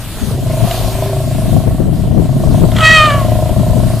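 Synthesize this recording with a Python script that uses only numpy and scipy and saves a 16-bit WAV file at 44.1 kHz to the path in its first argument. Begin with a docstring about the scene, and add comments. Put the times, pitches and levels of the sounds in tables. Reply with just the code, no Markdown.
"""On open grassland, a herd of elephants stands close by. One holds a long, low rumble: its vocal
folds slap together and make its chest, trunk and mouth ring. A faint moan comes from further back.
Near the end another elephant blows a short, brassy trumpet through its trunk; it falls in pitch and
overloads the recorder. Wind buffets the microphone, mostly from the left, and one stalk snaps.
Behind it all lies a soft hiss of grass and microphone, with a wide, high camera-motor whirr."""
import sys
import numpy as np
from scipy import signal
from scipy.fft import rfft, irfft
from scipy.io import wavfile
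from scipy.ndimage import uniform_filter1d

SR = 44100
rng = np.random.default_rng(int(sys.argv[2]) if len(sys.argv) > 2 else 0)


def waveform_to_disk(signal):
    """Save audio, clipped to [-1, 1], as 16-bit WAV at the path in sys.argv[1]."""
    frames = np.transpose(np.atleast_2d(signal))
    scaled = np.clip(frames, -1, 1) * 32767
    samples = np.round(scaled).astype(np.int16)
    wavfile.write(sys.argv[1], SR, samples)


N = 176400
T = np.arange(N) / SR
FREQS = np.fft.rfftfreq(N, 1 / SR)


def amp(db):
    """Turns decibels into a number to multiply by."""
    return 10 ** (np.asarray(db) / 20)


def unit(x):
    """Scales a signal to an average power of 1."""
    return x / np.sqrt(np.mean(x ** 2) + 1e-20)


def curve(table, column=1):
    """Joins the points of a time table with straight lines, one value per sample."""
    rows = np.array(table)
    return np.interp(T, rows[:, 0], rows[:, column])


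def colour(table, hz):
    """Looks up how strong each frequency is, in dB."""
    freqs, db = np.transpose(table)
    return np.interp(np.log(hz + 1), np.log(freqs), db)


def tint(x, table):
    """Turns each frequency of a sound up or down as the table says."""
    return irfft(rfft(x) * amp(colour(table, FREQS)), N)


def noise(table):
    """Noise with the tone colour in the table."""
    return unit(tint(rng.standard_normal(N), table))


def wander(hz):
    """A smooth random wobble, up to about hz times a second."""
    return unit(irfft(rfft(rng.standard_normal(N)) * np.exp(-(FREQS / hz) ** 2), N))


def resonate(x, hz, *widths):
    """Makes x ring at hz; each width (Hz) filters once more, and narrower rings longer."""
    spin = np.exp(2j * np.pi * np.cumsum(hz * np.ones(N)) / SR)
    shifted = x / spin + 1e-18
    for width in widths:
        decay = np.exp(-np.pi * width / SR)
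        shifted = signal.lfilter([1 - decay], [1, -decay], shifted)
    return 2 * (spin * shifted).real


def clicks(times, sizes):
    """Single clicks at the given times."""
    return np.bincount(np.clip(np.round(times * SR).astype(int), 0, N - 1), sizes, N)


def bursts(table, decay_s):
    """A loudness curve that jumps up and dies away once for each row."""
    ages = [(np.maximum(T - start, 0) / decay_s, db) for start, db in table]
    return sum(amp(db) * age * np.exp(1 - age) for age, db in ages)


def wind():
    """Wind buffets each side of the microphone, brighter in strong gusts, over a deep shared sway."""
    # strength of the wind (time [s], relative level [dB])
    gusts = [(0, -29.5), (.19, -28), (.22, -15.5), (.28, -19), (.6, -14.5), (.75, -20.5), (1.3, -21.5),
             (1.55, -9), (1.74, -14), (1.83, -7), (1.95, -12.5), (2.25, -10), (2.45, -10.5), (2.56, -9.5),
             (2.68, -8.5), (2.77, -14), (3.1, -16.5), (3.3, -13), (3.45, -16), (3.6, -12), (3.87, -9.5),
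             (4, -18)]
    # tone colours of the buffeting and the sway (frequency [Hz], level [dB])
    wind_colour = [(10, -27), (25, 0.5), (50, 3), (90, 1.5), (150, 4), (260, -5), (400, -16), (600, -23),
                   (1000, -38.5), (1600, -57), (4000, -85)]
    sway_colour = [(8, -27), (25, -9), (60, -7), (120, -11.5), (300, -27.5), (1000, -55)]
    gust, shared_air, sides = curve(gusts), noise(wind_colour), []
    lowpass = signal.butter(2, 290, fs=SR, output="sos")
    for side_db in (3.5, -6):  # left, right
        air = unit(noise(wind_colour) + 0.71 * shared_air)
        buffet_db = 3.5 * wander(hz=21)
        low = signal.sosfiltfilt(lowpass, air)
        high = (air - low) * amp(0.99 * (gust - gust.max() + buffet_db) + 2.0)
        sides.append((low + high) * amp(gust + buffet_db + side_db))
    return np.array(sides) + amp(-24) * noise(sway_colour)


def background_hiss():
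    """A soft hiss of grass and microphone, with a wide, high camera-motor whirr."""
    # strength of the hiss (time [s], relative level [dB])
    hiss_level = [(0.0, -35.5), (0.31, -33), (0.38, -39.5), (0.74, -28), (1.0, -33), (1.3, -36),
                  (1.53, -34.5), (1.91, -45), (1.95, -39.5), (2.13, -44), (2.26, -39.5), (2.28, -42),
                  (2.36, -39.5), (2.68, -35), (3.3, -35), (3.6, -36.5), (3.8, -36), (3.92, -34.5), (4, -36)]
    # its tone colour (frequency [Hz], level [dB])
    hiss_colour = [(100, -2.5), (600, 11), (1200, 4), (2000, -0.5), (2800, 1), (4000, 1.5), (5600, -3.5),
                   (7500, -1.5), (11000, 1.7), (15000, 0)]
    # stereo width; the wide 3-5 kHz band is the motor (frequency [Hz], side minus middle [dB])
    hiss_width = [(60, -2), (120, -4), (240, -57), (480, -55), (950, -23), (1890, -15), (3760, -0.5),
                  (7500, -6.5), (15000, -77)]
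    spectrum = signal.stft(noise(hiss_colour), nperseg=512)[2]
    patches = uniform_filter1d(rng.standard_normal(spectrum.shape), size=14, axis=0)
    patch_db = 1.86 * unit(uniform_filter1d(patches, size=12, axis=1))
    middle = signal.istft(spectrum * amp(patch_db), nperseg=512)[1][:N]
    side = tint(noise(hiss_colour), hiss_width)
    return np.array([middle + side, middle - side]) * amp(7 + curve(hiss_level))


def rumble():
    """Vocal folds slap, each time with a weaker afterbeat and a puff of air; chest and mouth ring."""
    # how fast the folds slap (time [s], rate [slaps per s])
    slap_rate = [(0.3, 25.06), (0.5, 27.71), (0.7, 29.49), (1.0, 27.81), (1.4, 27.64), (1.7, 27.64),
                 (2.1, 27.28), (2.5, 27.92), (2.9, 28.53), (3.4, 28.51), (3.7, 29.64), (4.0, 29.31)]
    # slaps that hit the mouth harder (time [s], extra level [dB])
    hard_slaps = [(1.026, 5.5), (1.133, 3), (1.567, 4.5), (2.438, 8.5), (2.547, 6.5)]
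    # how the folds close (time [s], afterbeat delay [s], afterbeat strength [0-1], air [0-1])
    folds = [(.7, .0075, .75, .45), (1.05, .011, .2, .4), (3.3, .0112, .4, .12), (4, .011, .3, .3)]
    # ringing of the chest and trunk, then of the mouth (frequency [Hz], width [Hz], level [dB])
    deep_rings = [(115.3, 26.5, 13.5), (136.5, 10.1, 14), (248.4, 23.5, -2.5), (370, 24.5, -6.5)]
    mouth_rings = [(625, 54.5, 7), (716.4, 13, 0), (878, 103, -12), (1048, 32, -7.5)]
    # the mouth's opening shifts its ringing (time [s], frequency multiplier [ratio])
    opening = [(.3, 0.99), (.46, 1.01), (.56, 1), (.7, 1.084), (1.0, 1.002), (1.6, 1.04), (2.5, 1.033),
               (3.2, .995), (4, 1.016)]
    # strength of the rumble (time [s], chest and trunk level [dB], mouth level [dB])
    levels = [(0, -28, -57), (.26, -53, -56), (.32, -14.5, -34), (.42, -15.5, -30), (.52, -14.5, -22),
              (.72, -19, -21), (.88, -16.5, -24.5), (1.06, -16.5, -20), (1.3, -15.5, -25),
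              (1.58, -13, -22.5), (1.9, -24, -31), (2.2, -15.5, -25.5), (2.55, -17, -24.5),
              (2.8, -13, -21.5), (3.1, -13, -17.5), (3.45, -14.5, -17.5), (3.6, -14.5, -20.5),
              (3.77, -16, -18.5), (4, -14.5, -26)]
    jitter_s, afterbeat_jitter_s, uneven_db = .00008, .00015, 1.1
    deep_filter_hz, mouth_filter_hz = 254, 277

    cycles = .275 + np.cumsum(curve(slap_rate)) / SR
    times = T[1:][np.diff(np.floor(cycles)) > 0]  # one slap per cycle
    slap_shift, slap_size, after_shift, after_size = rng.standard_normal((len(times), 4)).T
    times = times + jitter_s * slap_shift
    slaps = clicks(times, amp(uneven_db * slap_size))
    accent = amp(sum(db * (abs(T - when) < .01) for when, db in hard_slaps))
    delay, strength = (np.interp(times, T, curve(folds, column)) for column in (1, 2))
    after_times = times + delay + afterbeat_jitter_s * after_shift
    afterbeats = clicks(after_times, strength * amp(uneven_db * after_size))
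    puffs = .15 * unit(rng.standard_normal(N) * np.exp(-(cycles % 1)))
    breath = curve(folds, column=3) * rng.standard_normal(N)
    deep_push = puffs - unit(slaps)
    mouth_push = unit(slaps * accent + afterbeats) + breath

    deep, mouth = 0, 0
    for k, (hz, width, db) in enumerate(deep_rings):
        deep += (-1) ** k * amp(db) * resonate(deep_push, hz, width, deep_filter_hz)
    for k, (hz, width, db) in enumerate(mouth_rings):
        wobble = 1 + 0.03 * (k > 1) * wander(hz=6.2)  # only the top two wobble
        ring_hz = hz * curve(opening) * wobble
        mouth += (-1) ** k * amp(db) * resonate(mouth_push, ring_hz, width, mouth_filter_hz)
    return unit(deep) * amp(curve(levels)) + unit(mouth) * amp(curve(levels, column=2))


def moan():
    """A thin, wavering tone from further back in the herd."""
    # the far call (time [s], pitch [Hz], level [dB])
    call = [(.05, 274.4, -39.5), (.17, 351.4, -39), (.24, 394, -34), (.45, 392, -40.5), (.7, 366.3, -32.5),
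            (.95, 385, -30), (1.1, 392.5, -22), (1.22, 395, -28), (1.35, 360, -98)]
    pitch = curve(call) * (1 + 0.018 * wander(hz=28))
    tone = np.sqrt(2) * np.sin(2 * np.pi * np.cumsum(pitch) / SR)
    return tone * amp(curve(call, column=2)) * (T < call[-1][0])


def grunts():
    """Two rough pushes of air before the rumble finds its beat."""
    # the pushes (time [s], level [dB])
    pushes = [(.305, -21), (.373, -19.5)]
    # their tone colour (frequency [Hz], level [dB])
    grunt_colour = [(60, -20), (140, 0), (700, -9), (1100, -45)]
    return noise(grunt_colour) * bursts(pushes, decay_s=.0093)


def snap():
    """A stalk of grass snaps with a tiny burst of noise."""
    # tone colour of the snap (frequency [Hz], level [dB])
    snap_colour = [(600, -16), (1600, 2), (4200, 7), (6000, -25), (15000, -27)]
    start_s, decay_s = .712, .0035
    age = T - start_s
    return noise(snap_colour) * amp(-15) * np.exp(-abs(age) / decay_s) * (age > 0)


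def trunk_air():
    """Air blasts through the trunk, sputtering as the trumpet catches and lets go."""
    # the blast's strength, then the single sputters (time [s], level [dB])
    blast_level = [(2.71, -44), (2.77, -24), (2.82, -20), (2.85, -14.5), (2.97, -18), (3.05, -19.5),
                   (3.12, -25), (3.2, -29.5), (3.35, -40.5)]
    sputters = [(2.716, -24.5), (2.763, -16), (2.784, -13.5), (2.805, -13), (3.056, -15.5), (3.103, -19.5)]
    # their tone colours (frequency [Hz], level [dB])
    blast_colour = [(500, -21), (1000, -6.5), (1350, 1.5), (1600, -7), (1900, -0.5), (2300, -12),
                    (3100, -1.5), (3700, -12.5), (4300, -11), (5300, -21), (7600, -14.5), (10000, -26),
                    (15000, -35)]
    sputter_colour = [(700, -8), (1900, 1), (2600, -11), (3200, 4), (4200, -8), (5200, -20), (15000, -28)]
    blast = noise(blast_colour) * amp(curve(blast_level))
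    return blast + noise(sputter_colour) * bursts(sputters, decay_s=.0027)


def trumpet():
    """A fluttering, rasping tone in the trunk, brassier when loud."""
    # the call (time [s], pitch [Hz], level [dB], strongest ringing [Hz])
    call = [(2.75, 659.5, -55, 1300), (2.8, 648, -16, 1300), (2.825, 642.3, -9, 1510),
            (2.855, 634, -2.5, 1590), (2.91, 635.3, -2, 1970), (2.96, 634, -2.5, 1600),
            (3.0, 615.5, -3, 1250), (3.065, 612.5, -8.5, 1150), (3.11, 574.3, -12.5, 1428),
            (3.16, 572.3, -16, 1300), (3.23, 540, -24, 1100), (3.28, 520, -37, 1050)]
    # how the trunk colours the tone (frequency [Hz], level [dB])
    trunk_colour = [(600, -2.5), (1150, -1.5), (1900, 4.5), (2500, 6), (3150, 4), (3800, -4.5),
                    (4450, -3.5), (5200, -16), (7000, -17.5), (10000, -26), (15000, -33)]
    ring_db, ring_width_hz, flutter_depth = 12.5, 294, 0.091
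    pitch, level_db, ring_hz = (curve(call, column) for column in (1, 2, 3))
    waver, rasp = .0015 * wander(hz=38), .008 * wander(hz=393)
    phase = 2 * np.pi * np.cumsum(pitch * (1 + waver + rasp)) / SR
    flutter_hz = 50.6 * (1 + 0.091 * wander(hz=20.8))
    flutter = 1 + flutter_depth * np.sin(2 * np.pi * np.cumsum(flutter_hz) / SR)
    tone, power = 0, 0
    for k in range(1, 21):  # harmonics: whole multiples of the pitch
        hz = k * pitch
        dulling_db = 0.97 * (level_db - level_db.max()) * np.log2(max(k / 2, 1))
        boost_db = ring_db * np.exp(-((hz - ring_hz) / ring_width_hz) ** 2)
        gain = amp(colour(trunk_colour, hz) + dulling_db + boost_db)
        flicker_db = 1.7 * wander(hz=106) * min(k / 4, 1)
        tone += gain * amp(flicker_db) * np.cos(k * phase + 2 * np.pi * rng.random())
        power += gain ** 2 / 2
    fade = uniform_filter1d(1. * (T > call[0][0]) * (T < call[-1][0]), size=800)
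    return tone / np.sqrt(power) * amp(level_db) * flutter * fade


def ground_echoes(x):
    """Adds brief echoes that bounce off the ground and the bodies of the herd."""
    echo_db, fade_s = -17, .16
    age = T[:SR // 2]
    shape = (2, len(age))
    echoes = rng.standard_normal(shape) * (rng.random(shape) < .05) * amp(-60 * age / fade_s)
    echoes /= np.linalg.norm(echoes[0])
    return x + amp(echo_db) * signal.fftconvolve(x[None], echoes, axes=1)[:, :N]


def scene():
    """Mixes the herd's calls with the wind and background hiss, in stereo."""
    calls = ground_echoes(trumpet() + trunk_air() + moan())
    close_rumble = rumble() * amp([[0.06], [-0.06]])  # almost dead centre
    return calls + close_rumble + wind() + background_hiss() + snap() + grunts()


def record(dry):
    """The recorder overloads, rounding off loud peaks, and loses the highest treble."""
    # the recorder's treble droop (frequency [Hz], level [dB])
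    droop = [(9000, 0), (15000, -6)]
    drive_db, hardness, cutoff_hz = -1.5, 7.9, 15400
    driven = dry * amp(drive_db)
    rounded = driven / (1 + abs(driven) ** hardness) ** (1 / hardness)
    lowpass = signal.firwin(511, cutoff_hz, window=("kaiser", 9), fs=SR)
    return signal.oaconvolve(tint(rounded, droop), lowpass[None], "same")


dry = scene()
out = record(dry)
waveform_to_disk(out)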